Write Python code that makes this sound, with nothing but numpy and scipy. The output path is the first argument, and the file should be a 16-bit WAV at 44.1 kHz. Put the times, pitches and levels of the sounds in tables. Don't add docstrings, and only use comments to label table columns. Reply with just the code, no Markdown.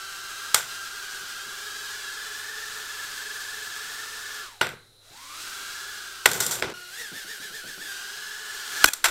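import sys
import numpy as np
from scipy import signal
from scipy.fft import rfft, irfft, next_fast_len
from scipy.io import wavfile
from scipy.ndimage import uniform_filter1d

SR = 44100
rng = np.random.default_rng(int(sys.argv[2]) if len(sys.argv) > 2 else 0)


def generate_wav(signal):
    frames = np.transpose(np.atleast_2d(signal))
    scaled = np.clip(frames, -1, 1) * 32767
    pcm = np.round(scaled).astype(np.int16)
    wavfile.write(sys.argv[1], SR, pcm)


def makeup_ratio(level_db):
    decades = np.asarray(level_db, float) / 20
    return 10 ** decades


N = 401310

# pitch_hz, level_db [dB per Hz]
FAN_COLOUR = [(15, 5), (40, -3.5), (150, -24), (500, -8), (1000, -19), (1400, -27.5), (2700, -37),
              (4000, 0.5), (4600, -21), (7000, -34), (9800, -14.5), (15600, -35)]
FAN_DB = -58
HUM_HZ, HUM_DB, HUM_ENDS_S = 100, -69, 6.74
# pitch_hz, time to fade by 60 dB [s]
ROOM_FADE = [(100, 0.98), (500, 0.39), (1500, 0.43), (4000, 0.31), (12000, 0.32)]

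# start_s, blade_hz (blades passing, fastest rotor), tone_db and wash_db at hover speed
COURSE = [(0, 1533, -41.5, -39.5), (.38, 1591, -41, -39), (1.4, 1574, -40, -39.5), (2.2, 1624, -39.5, -39),
          (2.5, 1709, -41.5, -40.5), (2.9, 1644, -40, -38.5), (3.75, 1649, -40, -38.5),
          (4.1, 1714, -44.5, -39.5), (4.41, 1651, -38.5, -40.5), (5.2, 1052, -39, -37.5),
          (5.33, 1205, -38, -35.5), (5.42, 1475, -42.5, -36), (5.899, 1662, -42.5, -41),
          (6.2, 1519, -43.5, -41), (7.92, 1542, -39.5, -38.5), (8.42, 1725, -42.5, -42),
          (8.7, 1653, -41.5, -36.5), (8.83, 1635, -31.5, -31.5)]
HOVER_HZ = 1600
TONE_POWER, WASH_POWER = 3.46, 2.25
CUT_S, COAST_S, COAST_HZ, OPEN_S = 4.42, .14, 392.7, 5.0
IDLE_S, IDLE_HZ, IDLE_TONE_DB, IDLE_WASH_DB = 6.74, 1434, -37.5, -46.5
GROUND_TONE_DB, GROUND_WASH_DB = -42.5, -42.5
# top_s, top_hz, rise_s
HOPS = [
    (7.0, 1940, .09),
    (7.165, 1830, .042),
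    (7.305, 1861, .042),
    (7.435, 1796, 0.0399),
    (7.556, 1812, .045),
    (7.685, 1773, .042),
    (7.825, 1787, .04),
]
# start_s, back_s, tone_loss_db, wash_loss_db, fall_s
STALLS = [
    (0.547, 0.686, -10, -1.5, .02),
    (4.422, 5.05, -4.5, -0.5, .08),
    (6.256, 6.739, -35, -27, 0.0351),
    (8.842, 9.3, -36, -18.5, .06),
]

# lag (share of speed), level_db, shake_turns, slower_pair (0 or 1)
ROTORS = [(-.01, 0, 0, 0), (.03, -7, .04, 0), (.12, 0, .47, 1), (.22, -10, .1, 1)]
# multiple of shaft speed, level_db
SHAFT_TONES = [(1, -19), (2, -23), (3, -21), (4, 0), (5, -22), (7, -24), (8, -7), (9, -22), (10, -19),
               (11, -20), (12, -9), (15, -15), (16, -14), (20, -19), (28, -22), (32, -21)]
# start_s, shake_percent of speed, slower rotors' lag (factor), slower_pair_db
STABILISER = [(0, 1.2, 1.1, 0), (.3, 3.2, 1.1, -3), (.75, 2.6, .85, -1.5), (1.35, 3.2, 1.05, -3),
              (1.7, 3.6, 1.3, -8), (2.3, 4.3, 1.45, -6), (3.5, 5.5, 1.2, -9), (4.0, 4, 1.4, -4),
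              (4.42, 3, 1.6, -5), (4.5, .7, .63, 3), (5.3, .9, .7, -2.5), (5.5, 3.8, .8, -1.5),
              (6.25, 3, 1.3, -3), (6.74, .03, .3, -11), (6.92, .05, .35, -9), (7.0, .5, .55, -7),
              (7.9, 1.8, .5, -4), (8.84, 4.5, 1.3, -5)]
SHAKE_HZ = 22
# start_s, turns
SHAKE_STARTS = [
    (0, 0.55),
    (.55, 0.336),
    (4.998, 0.593),
    (6.5, 0.16),
]
SHAKE_WANDER = .06
TRIM_WANDER = .006
BITE_DB = .8

# pitch_hz, level_db
WASH_COLOUR = [(100, -44), (250, -21), (600, -19.5), (1000, -14), (1400, -5.5), (2200, -10), (3200, -7.5),
               (3900, -6), (4600, -7.5), (5600, -8.5), (8300, -10.5), (10400, -17.5), (12500, -17),
               (15600, -21.5)]
# start_s, extra_path_ms, share
FLOOR_ECHO = [(0, .7, .3), (.8, .8, .2), (1.25, 1.75, .45), (1.77, 1.25, .55), (2.3, 1.75, .55),
              (2.6, 1.6, .15), (4.5, 1.6, .15), (5.7, 1.5, .3), (6.7, 1.3, .25), (8.1, .75, .35),
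              (9.1, .6, .15)]
LOW_WASH_AIR_DB, LOW_WASH_GROUND_DB, HIGH_WASH_GROUND_DB, LIFT_S = 2, -4.5, 3, 7.88

# start_s, peak_db, crack_db (against the peak), room_db, chatter_ms
KNOCKS = [(0.544, -3, 0, -8, 5.4), (4.611, -9, -13.5, -4.5, 8.1), (4.668, -21, -10, -25, 3.1),
          (4.69, -28, -1.5, -6, 2.5), (6.257, 1, -6, -10.5, 6.4), (6.314, -22, 6.5, -18, 5.5),
          (6.333, -22, 5, -1.5, 3.2), (6.402, -18.5, 5.5, -4, 8.9), (6.423, -27.5, 4, 4.5, 5.7),
          (6.463, -27, 10, -5, 6.9), (6.509, -25.5, 6.5, 4, 7.1), (6.552, -31.5, 0.5, -28, 11),
          (6.624, -9.5, -16, -7, 2.4), (6.699, -41, 4, -43, 3.34), (8.842, 4, -4.5, -16.5, 4.9),
          (8.856, -17.5, 10, -12, 7.3), (8.933, -22.5, 9, -14.5, 6.2), (9.041, -8, -4, -7.5, 8.6),
          (9.053, -11, -5.5, -11.5, 11), (9.082, -23, -3.5, -9, 11)]
THUD_DB, THUD_PER_CRACK, WALL_S, WALL_THUD_DB = -27.5, -0.58, 7.5, -11.5
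# pitch_hz, width_hz, level_db
FLOOR = [(125, 35, -2.5), (377, 51, 6), (508, 96, -4)]
# pitch_hz, width_hz, level_db
FRAME = [(1515, 177, 5), (664, 580, 0), (2004, 390, -3), (3450, 1200, 2)]
# pitch_hz, width_hz, level_db
SHELL = [(4070, 670, -12.5), (5940, 720, 4), (7420, 440, 4.5), (8840, 320, 6), (13660, 730, -3)]
# start_s, peak_db
BUMPS = [(1.21, -57), (1.458, -57.5), (3.269, -67), (5.103, -61), (6.997, -61), (7.114, -49), (7.244, -55),
         (7.396, -54.5), (7.498, -55.5), (7.637, -51.5), (7.679, -58), (7.773, -52), (7.829, -59)]
# start_s, end_s, floor_db, frame_db, shell_db
SLIDES = [
    (4.62, 4.75, -43.5, -50, -58),
    (6.27, 6.618, -36, -37, -36),
    (6.617, 6.735, -33.5, -37.5, -56.5),
]
SLIDE_FADE_DB = -7
# start_s, rumble_db
MIC_SHAKE = [
    (8.838, -88),
    (8.846, -22),
    (8.9, -79),
    (9.03, -62),
    (9.05, -57),
    (9.1, -46),
]
# start_s, tick_hz, level_db
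BLADE_RUB = [
    (8.869, 854, -54.5),
    (8.873, 840, -21),
    (8.889, 838, -14.5),
    (8.898, 800, -54),
    (8.905, 810, -33),
    (8.93, 792.7, -53),
]


def rms_one(x):
    return x / np.sqrt(np.mean(x ** 2) + 1e-20)


def in_time(rows):
    s, *columns = np.transpose(rows)
    return [np.interp(np.arange(N) / SR, s, column) for column in columns]


def at_hz(points, hz):
    table_hz, values = np.array(points)[:, 0], np.array(points)[:, 1]
    return np.interp(np.log(hz), np.log(table_hz), values)


def drift(rate):
    r = np.exp(-80 * np.pi * rate / SR)
    slow = signal.lfilter([1], [1, -2 * r, r * r], rng.standard_normal(N // 40 + 2002))[2000:]
    return np.interp(np.arange(N) / 40, np.arange(len(slow)), rms_one(slow - slow.mean()))


def band(x, low_hz, high_hz):
    edges_hz = [low_hz, min(high_hz, .45 * SR)]
    return signal.sosfilt(signal.butter(2, edges_hz, "band", fs=SR, output="sos"), x)


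def coloured(spectrum):
    size = next_fast_len(N)
    hz = np.maximum(np.arange(size // 2 + 1) * SR / size, 1)
    white = rfft(rng.standard_normal(size))
    return rms_one(irfft(white * makeup_ratio(at_hz(spectrum, hz)), size)[:N])


def resonate(x, modes):
    out = 0.51 * x
    for k, (hz, width_hz, db) in enumerate(modes):
        r = np.exp(-np.pi * width_hz / SR)
        push = np.array([1, 0, -1]) * (1 - r * r) / 2
        ring = [1, -2 * r * np.cos(2 * np.pi * hz / SR), r * r]
        out = out + (-1) ** k * makeup_ratio(db) * signal.lfilter(push, ring, x)
    return out


def room(x):
    t, tail = np.arange(SR) / SR, 0
    early = 1 + 1.2 * np.exp(-t / 0.045)
    for hz in 90 * 2. ** np.arange(8):
        octave = band(rng.standard_normal(SR), hz / np.sqrt(2), hz * np.sqrt(2))
        tail = tail + octave * makeup_ratio(-60 * t / at_hz(ROOM_FADE, hz)) * early
    tail = tail * np.clip((t - .004) / 0.0061, 0, 1)
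    return signal.fftconvolve(x, tail / np.sqrt(np.sum(tail ** 2)))[:N]


def background():
    t = np.arange(N) / SR
    hum = makeup_ratio(HUM_DB + 1.52 * drift(3.6)) * np.sqrt(2) * np.sin(2 * np.pi * HUM_HZ * t) * (t < HUM_ENDS_S)
    fan = makeup_ratio(FAN_DB + 0.95 * drift(3)) * coloured(FAN_COLOUR)
    return fan - .4 * (t > HUM_ENDS_S) * band(fan, 40, 170) + hum


def flight():
    t, ground = np.arange(N) / SR, (GROUND_TONE_DB, GROUND_WASH_DB)
    rows = COURSE + [(IDLE_S, IDLE_HZ, IDLE_TONE_DB, IDLE_WASH_DB)]
    for s, hz, rise in HOPS:
        rows = rows + [(s - rise, IDLE_HZ, *ground), (s, hz, *ground)]
    blade_hz, tone_db, wash_db = in_time(sorted(rows))

    before, after = COURSE[8], COURSE[9]
    shut_s = np.clip(t, CUT_S, OPEN_S) - CUT_S
    coast = COAST_HZ + (before[1] - COAST_HZ) * np.exp(-shut_s / COAST_S)
    climb = np.clip((t - OPEN_S) / (after[0] - OPEN_S), 0, 1)
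    coasting = (t > CUT_S) & (t < after[0])
    blade_hz = np.where(coasting, coast + climb * (after[1] - coast), blade_hz)
    blade_hz = uniform_filter1d(blade_hz, size=500)

    speed_db = 20 * np.log10(blade_hz / HOVER_HZ)
    tone_db = tone_db + TONE_POWER * speed_db
    wash_db = wash_db + WASH_POWER * speed_db
    for s, back, tone_loss_db, wash_loss_db, fall in STALLS:
        lost = np.clip(np.minimum((t - s) / fall, (back - t) / .004), 0, 1)
        tone_db = tone_db + tone_loss_db * lost
        wash_db = wash_db + wash_loss_db * lost
    return blade_hz, tone_db, wash_db


def rotors(blade_hz):
    shake, lag, slow_db = in_time(STABILISER)
    t, (since, turns) = np.arange(N) / SR, np.transpose(SHAKE_STARTS)
    swing = SHAKE_HZ * t + turns[np.searchsorted(since, t, side="right").clip(1) - 1]
    tone, beat = 0, 0
    for share, db, turn, slow in ROTORS:
        shaking = np.sin(2 * np.pi * (swing + turn + SHAKE_WANDER * drift(3)))
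        stray = .12 * drift(12) + 100 * TRIM_WANDER * (.3 + slow) * drift(2.5)
        flutter = .007 * np.minimum(shake * 3, 1) * drift(30)
        wobble = shake / 100 * (shaking + stray) + flutter
        shaft_hz = blade_hz / 4 * (1 - share * lag + wobble)
        angle = (2 * np.pi * (np.cumsum(shaft_hz) / SR % 1)).astype(np.float32)
        gusts = makeup_ratio(db + slow * slow_db + .22 * shake * drift(12) + BITE_DB * shake * shaking)
        lines = [makeup_ratio(level_db) * np.sin(k * angle + rng.uniform(0, 7.27)) for k, level_db in SHAFT_TONES]
        unbalance = makeup_ratio(-6 * slow + 4.9 * np.minimum(drift(12), 1)) * lines[0]
        upper = makeup_ratio(-.9 * shake) * sum(lines[4:])
        tone = tone + gusts * (unbalance + sum(lines[1:4]) + upper)
        beat = beat + np.cos(4 * angle) / 4
    return rms_one(tone), beat


def wash(beat):
    hiss = coloured(WASH_COLOUR) * (1 + .5 * beat) * makeup_ratio(.6 * drift(15))
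    low_db = in_time([(IDLE_S - .1, LOW_WASH_AIR_DB), (IDLE_S, LOW_WASH_GROUND_DB),
                      (LIFT_S - .05, LOW_WASH_GROUND_DB), (LIFT_S + .1, LOW_WASH_AIR_DB)])[0]
    hiss = hiss + (makeup_ratio(low_db) - 1) * band(hiss, 760, 1600)
    hiss = hiss + (makeup_ratio(HIGH_WASH_GROUND_DB) - 1) * (low_db < 0) * band(hiss, 8000, 15500)
    path_ms, share = in_time(FLOOR_ECHO)
    heard_at = np.arange(N) - path_ms * SR / 1000
    hiss = hiss + share * np.interp(heard_at, np.arange(N), band(hiss, 2400, 6200))
    return hiss / np.std(band(hiss, 2300, 15000))


def knocks():
    direct_drive, room_drive = np.zeros((3, N)), np.zeros((3, N))
    t = np.arange(int(.06 * SR)) / SR
    for s, db, crack_db, room_db, ms in KNOCKS:
        thud_db = THUD_DB + THUD_PER_CRACK * crack_db + WALL_THUD_DB * (s > WALL_S)
        chatter = rng.standard_normal(len(t)) * makeup_ratio(4.7 * rng.standard_normal(len(t)))
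        shape = np.clip(t * 1000 / (0.38 * ms), 0, 1) * np.exp(-(t * 1000 / ms) ** 2)
        at = round(s * SR) - 30
        levels = makeup_ratio([db + thud_db + 18.5, db + 3.0, db + crack_db])
        part = np.outer(levels, chatter * shape)[:, :N - at]
        direct_drive[:, at:at + len(t)] += part
        room_drive[:, at + 40] += np.sqrt(np.sum(part ** 2, axis=1)) * makeup_ratio(room_db)
    thud, frame, shell = np.stack([direct_drive, room_drive], axis=1) + 1e-18
    struck = resonate(band(thud, 80, 710), FLOOR)
    struck = struck + resonate(band(frame, 573, 3480), FRAME)
    struck = struck + resonate(band(shell, 3060, 13000), SHELL)
    direct, sent = struck
    return direct + room(sent)


def bumps():
    out, t = np.zeros(N), np.arange(int(.08 * SR)) / SR
    shape = np.clip(t / 0.0045, 0, 1) * np.exp(-t / 0.041)
    for s, db in BUMPS:
        at = round(s * SR)
        out[at:at + len(t)] += makeup_ratio(db) * rng.standard_normal(len(t)) * shape
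    return makeup_ratio(22.5) * band(out + 1e-18, 112.0, 470)


def tumble():
    t, levels = np.arange(N) / SR, np.zeros((3, N))
    for s, end, *db in SLIDES:
        fade = makeup_ratio(SLIDE_FADE_DB * np.clip((t - s) / (end - s), 0, 1))
        gate = np.clip(np.minimum(t - s, end - t) / 0.0064, 0, 1)
        levels += np.outer(makeup_ratio(db), fade * gate)
    grains = rng.standard_normal((3, N)) * makeup_ratio(6.8 * rng.standard_normal(N) + 1.1 * drift(60))
    floor = rms_one(resonate(band(grains[0], 73, 1370), FLOOR))
    frame = rms_one(band(grains[1], 670, 5400))
    shell = rms_one(resonate(band(grains[2], 4800, 15000), SHELL))
    return levels[0] * floor + levels[1] * frame + levels[2] * shell


def mic_rumble():
    noise = rng.standard_normal((2, N))
    shudder = rms_one(band(noise[0], 2.2, 52.2)) + makeup_ratio(3.5) * rms_one(band(noise[1], 240, 420))
    return makeup_ratio(in_time(MIC_SHAKE)[0]) * shudder


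def blade_rub():
    hz, db = in_time([(8.86, 867, -120)] + BLADE_RUB + [(8.94, 800, -120)])
    ticks = np.diff(np.floor(np.cumsum(hz) / SR), prepend=0) * makeup_ratio(1.7 * rng.standard_normal(N))
    buzz = band(resonate(ticks, FRAME + SHELL), 1050, 4500) + 0.032 * rng.standard_normal(N)
    return makeup_ratio(db) * rms_one(buzz)


def scene():
    blade_hz, tone_db, wash_db = flight()
    tone, beat = rotors(blade_hz)
    drone = makeup_ratio(tone_db + 0.5) * tone + makeup_ratio(wash_db - 1.57) * wash(beat)
    drone = drone + makeup_ratio(-11) * room(drone)
    contacts = knocks() + bumps() + tumble() + mic_rumble() + blade_rub()
    return (background() + drone + contacts)[None]


def low_pass(x):
    return signal.sosfilt(signal.butter(12, 15800, fs=SR, output="sos"), x)


def record(dry):
    level_db = 20 * np.log10(uniform_filter1d(np.abs(dry), size=89) + 1e-9)
    ramp = 90 * np.arange(N) / SR
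    held_db = np.maximum.accumulate(level_db + ramp, axis=1) - ramp
    over_db = np.maximum(held_db + 11.5, 0)
    r = np.exp(-1 / (0.011 * SR))
    ducked = dry * makeup_ratio(-.8 * signal.lfilter([1 - r], [1, -r], over_db))
    top = signal.cheby2(16, 30, 16000, fs=SR, output="sos")
    return low_pass(signal.sosfilt(top, np.clip(ducked, -.99, .99)))


dry = scene()
out = record(dry)
generate_wav(out)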